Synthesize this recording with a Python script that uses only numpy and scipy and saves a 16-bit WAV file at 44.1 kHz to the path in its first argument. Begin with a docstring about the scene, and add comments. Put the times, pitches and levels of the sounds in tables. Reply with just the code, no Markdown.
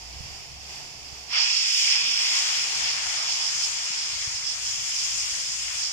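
"""First a soft simmer far down the track, over low rumble, a wavering hum, a far roar and puffs of wind.
Then the steam engine opens a vent: the jet bursts out, direct at first, then more and more through its cloud.
The place is heard by a small camera with two unlike microphone ports; each source is noise coloured in
frequency and moved by slow level curves, except the hum, a wavering sine, and the puffs, short pulses."""
import sys
import numpy as np
from scipy import signal
from scipy.fft import rfft, irfft, next_fast_len
from scipy.io import wavfile
from scipy.ndimage import uniform_filter1d

SR = 44100
rng = np.random.default_rng(int(sys.argv[2]) if len(sys.argv) > 2 else 0)


def put_to_file(sound):
    """Save the sound as 16-bit audio at rate SR, in the file named by the first command-line argument."""
    columns = np.atleast_2d(sound).T  # one column per channel
    safe = np.clip(columns, -1, 1)
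    whole_steps = np.round(safe * 32767)
    wavfile.write(sys.argv[1], SR, whole_steps.astype(np.int16))


N = 261072
TIME = np.arange(N) / SR  # s
SLOW = TIME[::64]  # coarse time grid for level curves, s
SIZE = next_fast_len(N)
HZ = np.maximum(np.arange(SIZE // 2 + 1) * SR / SIZE, 1)

# Low rumble around the place. Each row: frequency in Hz, spectrum level in dB.
RUMBLE_COLOUR = [(20, -0.5), (45, -2.5), (135, 4), (170, -1.5), (230, -17)]
# Roar from far off. Each row: frequency in Hz, spectrum level in dB.
ROAR_COLOUR = [(140, -22), (200, 1), (280, 1.5), (350, -1), (500, 1), (600, -3.5), (750, -21)]
# Slow course of the low sounds. Each row: time in seconds, rumble curve in dB, far roar curve in dB.
LOW_COURSE = [(0, -65, -65), (.22, -51.5, -62), (.45, -58.5, -63.5), (1.15, -61.5, -61.5),
              (1.45, -64.5, -66), (1.75, -71, -66.5), (2.08, -60, -59), (2.26, -69, -62),
              (2.82, -60.5, -59), (3.2, -63.5, -61.5), (3.87, -69, -63.5), (4.3, -62, -63),
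              (5.0, -65, -67.5), (5.38, -62.5, -61.5), (5.7, -63, -67.5), (5.92, -71, -68)]
# Low sounds between the ports. One row: left minus right before the shift in dB, after it in dB.
LOW_SIDES = (-1, 7)
# Swells of the hum. Each row: centre in seconds, height in dB, half length in seconds.
HUM_SWELL_ROWS = [(.12, -45.5, .15), (.3, -49, .08), (.62, -48, .12), (1.1, -52, 0.2), (1.5, -66, .1),
                  (3.06, -59, .1), (3.7, -63.5, 0.15), (4.2, -62, 0.17), (4.63, -57, 0.08),
                  (5.12, -56.5, 0.21), (5.7, -57.5, 0.27)]
# Wind on the ports. Each row: centre in seconds, peak in dB, pitch in Hz, left minus right in dB,
# length in cycles.
WIND_PUFFS = [(.168, -41, 80, -8, .6), (0.209, -38, 105, -21, 0.37), (.603, -46, 70, 8, 0.58),
              (1.13, -44, 89.2, -16, 0.46), (2.985, -55, 70, -8, .6), (3.081, -47, 80, 14, .6),
              (3.906, -48.5, 188, 19, 0.56), (4.165, -48, 80, 9, .6), (4.279, -35.5, 96, 8, 0.47),
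              (4.35, -48, 70, 6, .6), (5.33, -47, 60, 8, 0.53)]
# The simmering engine, which sinks away under the jet. Each row: time in seconds, level in dB.
SIMMER_COURSE = [(0, -44), (.3, -43), (.59, -44.5), (.74, -40), (.97, -44.5), (1.3, -43.5), (1.5, -55)]
# Simmer as the left port colours it. Each row: frequency in Hz, spectrum level in dB.
SIMMER_AT_LEFT = [(340, -9.5), (560, -11), (720, 0), (950, -7), (1380, -13.5), (2580, 1), (3960, -9.5),
                  (5000, -4), (6200, -9), (7060, 0), (7750, -10.5), (8100, -10), (9650, -21.5),
                  (14810, -29)]
# Simmer as the right port colours it. Each row: frequency in Hz, spectrum level in dB.
SIMMER_AT_RIGHT = [(340, -13), (560, -15), (720, -3), (950, -4.5), (1380, -7.5), (3270, -3.5), (3960, -8.5),
                   (4650, 4.5), (5170, 8), (6370, -2.5), (7060, -9), (7920, -17.5), (14810, -22.5)]
# Direct sound at the right port against the left. 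Each row: frequency in Hz, phase in radians,
# likeness from 0 to 1.
PORT_RELATION = [(300, 0, 1), (660, 0, 0.71), (1690, -3, 0.62), (2220, -1.5, 0.34), (2580, -2, 0),
                 (3490, -1.5, 1), (4030, -3, 1), (5230, -3.5, 0.6), (6180, -5, 0), (8350, -29.5, 0.3),
                 (9100, -2, 0.8), (8600, -19.5, 1), (10350, 4, 0), (12200, -26, 1), (14400, -15, 1)]
# Jet as the left port colours it. Each row: frequency in Hz, spectrum level in dB.
JET_AT_LEFT = [(500, -17), (900, -13.5), (1950, -5.5), (2350, -1), (3350, -1.5), (3790, -8), (5170, -0.6),
               (5680, -2), (6890, 1.5), (7410, -1), (7750, -7.5), (8440, -8.5), (9300, -18), (14810, -37.5)]
# Jet as the right port colours it. Each row: frequency in Hz, spectrum level in dB.
JET_AT_RIGHT = [(340, -29), (520, -29), (860, -14), (1550, -8.5), (2070, -8), (3270, -6.5), (3790, -9.5),
                (4130, -4.5), (5170, 8.5), (5510, 6), (6370, -7.5), (7060, -10.5), (7750, -21),
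                (14810, -34.5)]
# Course of the open jet against its settled level. Each row: time in seconds, flow in dB,
# bass curve in dB, treble curve in dB.
JET_COURSE = [(1.3, 9, 4.5, -0.5), (1.62, 5, -0.5, 1), (1.78, 7, -0.5, 5), (1.93, 8.5, 4, 1.5),
              (2.15, 5.5, 3, 0.5), (2.35, 6.5, 6.5, 4.5), (2.68, 3, 4.5, 2), (2.85, 5.5, 5.5, 0),
              (3.0, 1, 5, -0.5), (3.15, 2.5, 6, 0.5), (3.75, -1, 1.5, -0.5), (3.95, 1.5, 1.5, -2),
              (4.45, -2.5, 0.5, -2.5), (4.65, -1, 0, 1), (5.4, -1.5, -1.5, 0.5), (5.78, -.5, 1, 1),
              (5.92, -4, -1, -2)]
# Level regions of the jet. One row: centres in Hz, low to high.
REGION_CENTRES = (750, 1500, 2800, 5000, 7200, 11000)
# Behaviour of the regions, low to high. Each row: settled level in dB, dB per dB of its curve,
# change at the opening burst in dB, rise in seconds, dB per dB of surge.
REGION_LEVELS = [(-56.5, 1.34, 8.5, 0.053, 0.36), (-50, 1, 9.5, 0.064, -0.73),
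                 (-40.5, 1.14, 5.5, 0.078, 0.01), (-34.5, 0.8465, -3.5, 0.11, 1),
                 (-36, 0.66, -3.5, 0.13, -0.12), (-54.5, 1.16, -9, 0.087, 0.15)]
# Curve that each region follows. One row: 0 flow, 1 bass or 2 treble, regions low to high.
REGION_CURVES = (1, 1, 0, 0, 2, 2)
# Regions between the ports, low to high. Each row: left minus right before the shift in dB,
# after it in dB, extra as the vent opens in dB.
REGION_SIDES = [(-0.5, 7.5, -2), (5.5, 3.5, -11), (12.5, 7.5, -6), (-10, -3.5, -6.5), (6, 8, 7),
                (4, 3.5, -2)]
# Quick surges and lulls of the jet. Each row: centre in seconds, height in dB, half length in seconds.
JET_SURGES = [(1.38, 1.5, 0.018), (1.43, 2, .02), (1.475, -1.5, 0.021), (1.58, 2, 0.05), (2.08, 1.5, .05),
              (2.38, 2, 0.017), (2.57, 1, .04), (2.91, 1, 0.053), (3.03, -0.5, 0.031), (3.18, 3.5, 0.013),
              (3.25, -0.5, 0.033), (3.33, 3.5, 0.059), (3.45, 4, 0.048), (3.65, 5.5, 0.03),
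              (3.85, 2.5, 0.026), (4.37, 3, 0.023), (4.49, 5.5, 0.056), (4.58, -2, 0.036), (4.67, 2, 0.026),
              (5.0, 2.5, 0.063), (5.86, 5, 0.053)]

HUM_HZ, HUM_WAVER_HZ, HUM_TURN = 64.7, 2.55, 0.64  # Hz, spread in Hz, radians between the ports
HUM_REST_DB = -76.5  # floor of the hum between its swells
ROAR_BASS_DROP_DB, ROAR_BASS_HZ = -8.5, 310  # the roar loses bass at the shift
SHIFT_S, SHIFT_LENGTH_S = 2.3, 0.18  # most of the sound shifts once between the ports
VENT_OPENS_S = 1.2645
BURST_PEAK_S, BURST_RISE_S, BURST_FALL_S = 1.374, 0.034, .09
OPENING_SWING_S = .25  # decay of the opening's extra side
DIRECT_FIRST, DIRECT_LAST = 0.9, 0.37  # direct share of the jet's power, 0-1
HIDDEN_S, HIDING_S = 2.41, 0.28  # middle and length of the cloud's hiding, s
TOP_HZ = 15150


def undb(db):
    """Decibels to gain."""
    return 10 ** (np.asarray(db) / 20)


def along_time(table):
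    """Value columns of a table interpolated on the slow time grid."""
    seconds, *columns = np.transpose(table)
    return [np.interp(SLOW, seconds, column) for column in columns]


def along_hz(table):
    """Value columns of a table interpolated on a log frequency axis."""
    hz, *columns = np.transpose(table)
    return [np.interp(np.log(HZ), np.log(hz), column) for column in columns]


def step(seconds, length):
    """Smooth step from 0 to 1 around a moment."""
    return .5 + .5 * np.tanh(2 * (SLOW - seconds) / length)


def bumps(table, gain=lambda v: v):
    """Sum of bell-shaped bumps on the slow time grid."""
    return sum(gain(height) * np.exp(-((SLOW - centre) / half) ** 2) for centre, height, half in table)


def walk(rate):
    """Random levels held 1 / rate seconds and slewed twice on the slow time grid; spread 1."""
    hold = int(1 / SLOW[1] / rate)
    levels = np.repeat(rng.standard_normal(len(SLOW) // hold + 1), hold)
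    slewed = uniform_filter1d(uniform_filter1d(levels, hold), hold)[:len(SLOW)]
    return slewed / slewed.std()


def noise_pair(likeness, phase=0.):
    """Spectra of two noises that are alike by the given share, the second turned in phase."""
    first, other = rfft(rng.standard_normal((2, SIZE)))
    likeness = np.clip(likeness, 0, 1)
    shared = likeness * np.exp(1j * phase) * first
    return np.array([first, shared + np.sqrt(1 - likeness ** 2) * other])


def level(pair, db):
    """Both channels scaled so that their mean has this rms."""
    return pair * undb(db) / np.sqrt(np.mean(pair.mean(0) ** 2))


def played(pair, db, pan_db):
    """Two channels under a slow level curve and a left minus right curve."""
    return pair * [np.interp(TIME, SLOW, undb(db + side * pan_db / 2)) for side in (1, -1)]


def low_sides():
    """Left minus right of the low sounds, which shift once towards the left port."""
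    before, after = LOW_SIDES
    return before + (after - before) * step(SHIFT_S, SHIFT_LENGTH_S)


def far_roar():
    """Far roar: noise from 140 to 750 Hz, half alike at the ports, losing bass at the shift."""
    spectra = undb(along_hz(ROAR_COLOUR)[0]) * (HZ > 140) * (HZ < 750) * noise_pair(.5)
    bass = irfft(spectra / (1 + (HZ / ROAR_BASS_HZ) ** 6), SIZE)[:, :N]
    bass_gain = undb(ROAR_BASS_DROP_DB * step(SHIFT_S, SHIFT_LENGTH_S))
    roar = irfft(spectra, SIZE)[:, :N] - bass * (1 - np.interp(TIME, SLOW, bass_gain))
    return played(level(roar, 0), along_time(LOW_COURSE)[1], 1.17 * low_sides())


def rumble(gust_db=1.5, side_db=1.5):
    """Gusty rumble: noise below 230 Hz, mostly unlike at the two ports."""
    spectra = undb(along_hz(RUMBLE_COLOUR)[0]) * (HZ < 230) * noise_pair(.25)
    noise = level(irfft(spectra, SIZE)[:, :N], 2.4)
    gusty_db = along_time(LOW_COURSE)[0] + gust_db * walk(16)
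    return played(noise, gusty_db, low_sides() + side_db * walk(15))


def hum():
    """Narrow hum: a sine of wavering pitch that comes and goes, turned in phase between the ports."""
    pitch = np.interp(TIME, SLOW, HUM_HZ + HUM_WAVER_HZ * walk(6))
    phase = 2 * np.pi * np.cumsum(pitch) / SR
    tone = np.sin(phase + np.array([[0], [HUM_TURN]]))
    hum_db = 20 * np.log10(undb(HUM_REST_DB) + bumps(HUM_SWELL_ROWS, undb))
    return played(level(tone, -3), hum_db + 1.5 * walk(9.2), low_sides())


def puffs():
    """Wind at the ports: each puff pushes the membranes in and out about once."""
    out = np.zeros((2, N))
    for seconds, db, hz, pan_db, cycles in WIND_PUFFS:
        turns = (TIME - seconds) * hz
        push = np.cos(2 * np.pi * turns) * np.exp(-(turns / cycles) ** 2)
        out += push * undb(db + np.array([[pan_db], [-pan_db]]) / 2)
    return out


def at_ports(left, right, share, cloud_hz=1900):
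    """Hiss at the two ports, a share of its power direct and the rest scattered by the cloud."""
    phase, likeness = along_hz(PORT_RELATION)
    ports = undb([along_hz(left)[0], along_hz(right)[0]]) * np.minimum(HZ / 340, 1) ** 2
    direct = irfft(ports * noise_pair(likeness, phase), SIZE)[:, :N]
    # scattered sound comes from many sides: only waves longer than the port spacing stay alike
    scattered_likeness = likeness / (1 + (HZ / cloud_hz) ** 4)
    cloud = irfft(ports * noise_pair(scattered_likeness, phase), SIZE)[:, :N]
    share = np.clip(share, 0, 1)
    return np.sqrt(share) * direct + np.sqrt(1 - share) * cloud


def simmer(share=0.2, swell_db=.5):
    """Soft steady hiss of leaks and chimney, mostly scattered."""
    hiss = level(at_ports(SIMMER_AT_LEFT, SIMMER_AT_RIGHT, share), 0)
    return played(hiss, along_time(SIMMER_COURSE)[0] + swell_db * walk(6.7), swell_db * walk(3.7))


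def jet_levels():
    """Region levels without surges: a rise as the vent opens, one burst that favours the bass, then the curves."""
    curves = along_time(JET_COURSE)
    late = SLOW - BURST_PEAK_S
    attack = np.exp(-(late / BURST_RISE_S) ** 2)
    burst = np.where(late < 0, attack, np.exp(-np.maximum(late, 0) / BURST_FALL_S))
    levels = []
    for curve, (settled_db, per_db, burst_db, rise, _) in zip(REGION_CURVES, REGION_LEVELS):
        opening = np.clip((SLOW - VENT_OPENS_S) / rise, 1e-3, 1) ** 2
        levels.append(settled_db + per_db * curves[curve] + burst_db * burst + 20 * np.log10(opening))
    return np.array(levels)


def jet_sides():
    """Left minus right of each region: most of the jet starts further right, swings in, and shifts later."""
    swing = np.exp(-np.maximum(SLOW - BURST_PEAK_S, 0) / OPENING_SWING_S)
    shift = step(SHIFT_S, SHIFT_LENGTH_S)
    return np.array([before + (after - before) * shift + opening * swing
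                     for before, after, opening in REGION_SIDES])


def steam(swell_db=0.54, flicker_db=1.0, side_db=0.3, surge_right=1.0, top_wobble_db=0.54):
    """Jet noise in third-octave bands whose levels swell together and also flicker one by one."""
    share = DIRECT_FIRST + (DIRECT_LAST - DIRECT_FIRST) * step(HIDDEN_S, HIDING_S)
    mix = rfft(at_ports(JET_AT_LEFT, JET_AT_RIGHT, np.interp(TIME, SLOW, share)), SIZE)
    surge_db = bumps(JET_SURGES)
    region_db = jet_levels() + np.array(REGION_LEVELS)[:, -1:] * surge_db
    spans_hz = [(500, 1100), (1100, 2000), (2000, 3800), (4200, 6000), (6000, 9000), (9000, 15000)]
    spans = np.searchsorted(HZ, spans_hz)
    # the ports shape each region within itself; its level and side come from the curves
    centre, (left, right) = np.abs(mix.mean(0)) ** 2, np.abs(mix) ** 2
    region_db -= 10 * np.log10([[2 * centre[a:b].sum() / SIZE / N] for a, b in spans])
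    pans_db = jet_sides() - 10 * np.log10([[left[a:b].sum() / right[a:b].sum()] for a, b in spans])
    # quick surges ring mostly in the right port's resonance
    pans_db[3] -= surge_right * surge_db
    out, swell, top_wobble = 0, walk(5.08), walk(14)
    for hz in 660 * 2 ** np.arange(0, 4.7, 1 / 3):
        band = np.cos(np.pi / 2 * np.clip(3 * np.log2(HZ / hz), -1, 1)) ** 2
        # blend the curves of the two regions around this band
        place = np.interp(np.log(hz), np.log(REGION_CENTRES), range(6))
        k = min(int(place), 4)
        blend = place - k
        db = region_db[k] + blend * (region_db[k + 1] - region_db[k])
        db = db + swell_db * swell + flicker_db * walk(18)
        db = db + (hz > 6000) * top_wobble_db * top_wobble  # small shared level wobble above 6 kHz
        pan_db = pans_db[k] + blend * (pans_db[k + 1] - pans_db[k]) + side_db * walk(9.1)
        out = out + played(irfft(band * mix, SIZE)[:, :N], db, pan_db)
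    return out


def scene():
    """Simmer and jet over the low sounds and the wind."""
    return far_roar() + rumble() + hum() + puffs() + simmer() + steam()


def record(dry):
    """The camera cuts the top with a steep low-pass."""
    return signal.sosfilt(signal.ellip(10, .2, 80, TOP_HZ, fs=SR, output="sos"), dry)


dry = scene()
out = record(dry)
put_to_file(out)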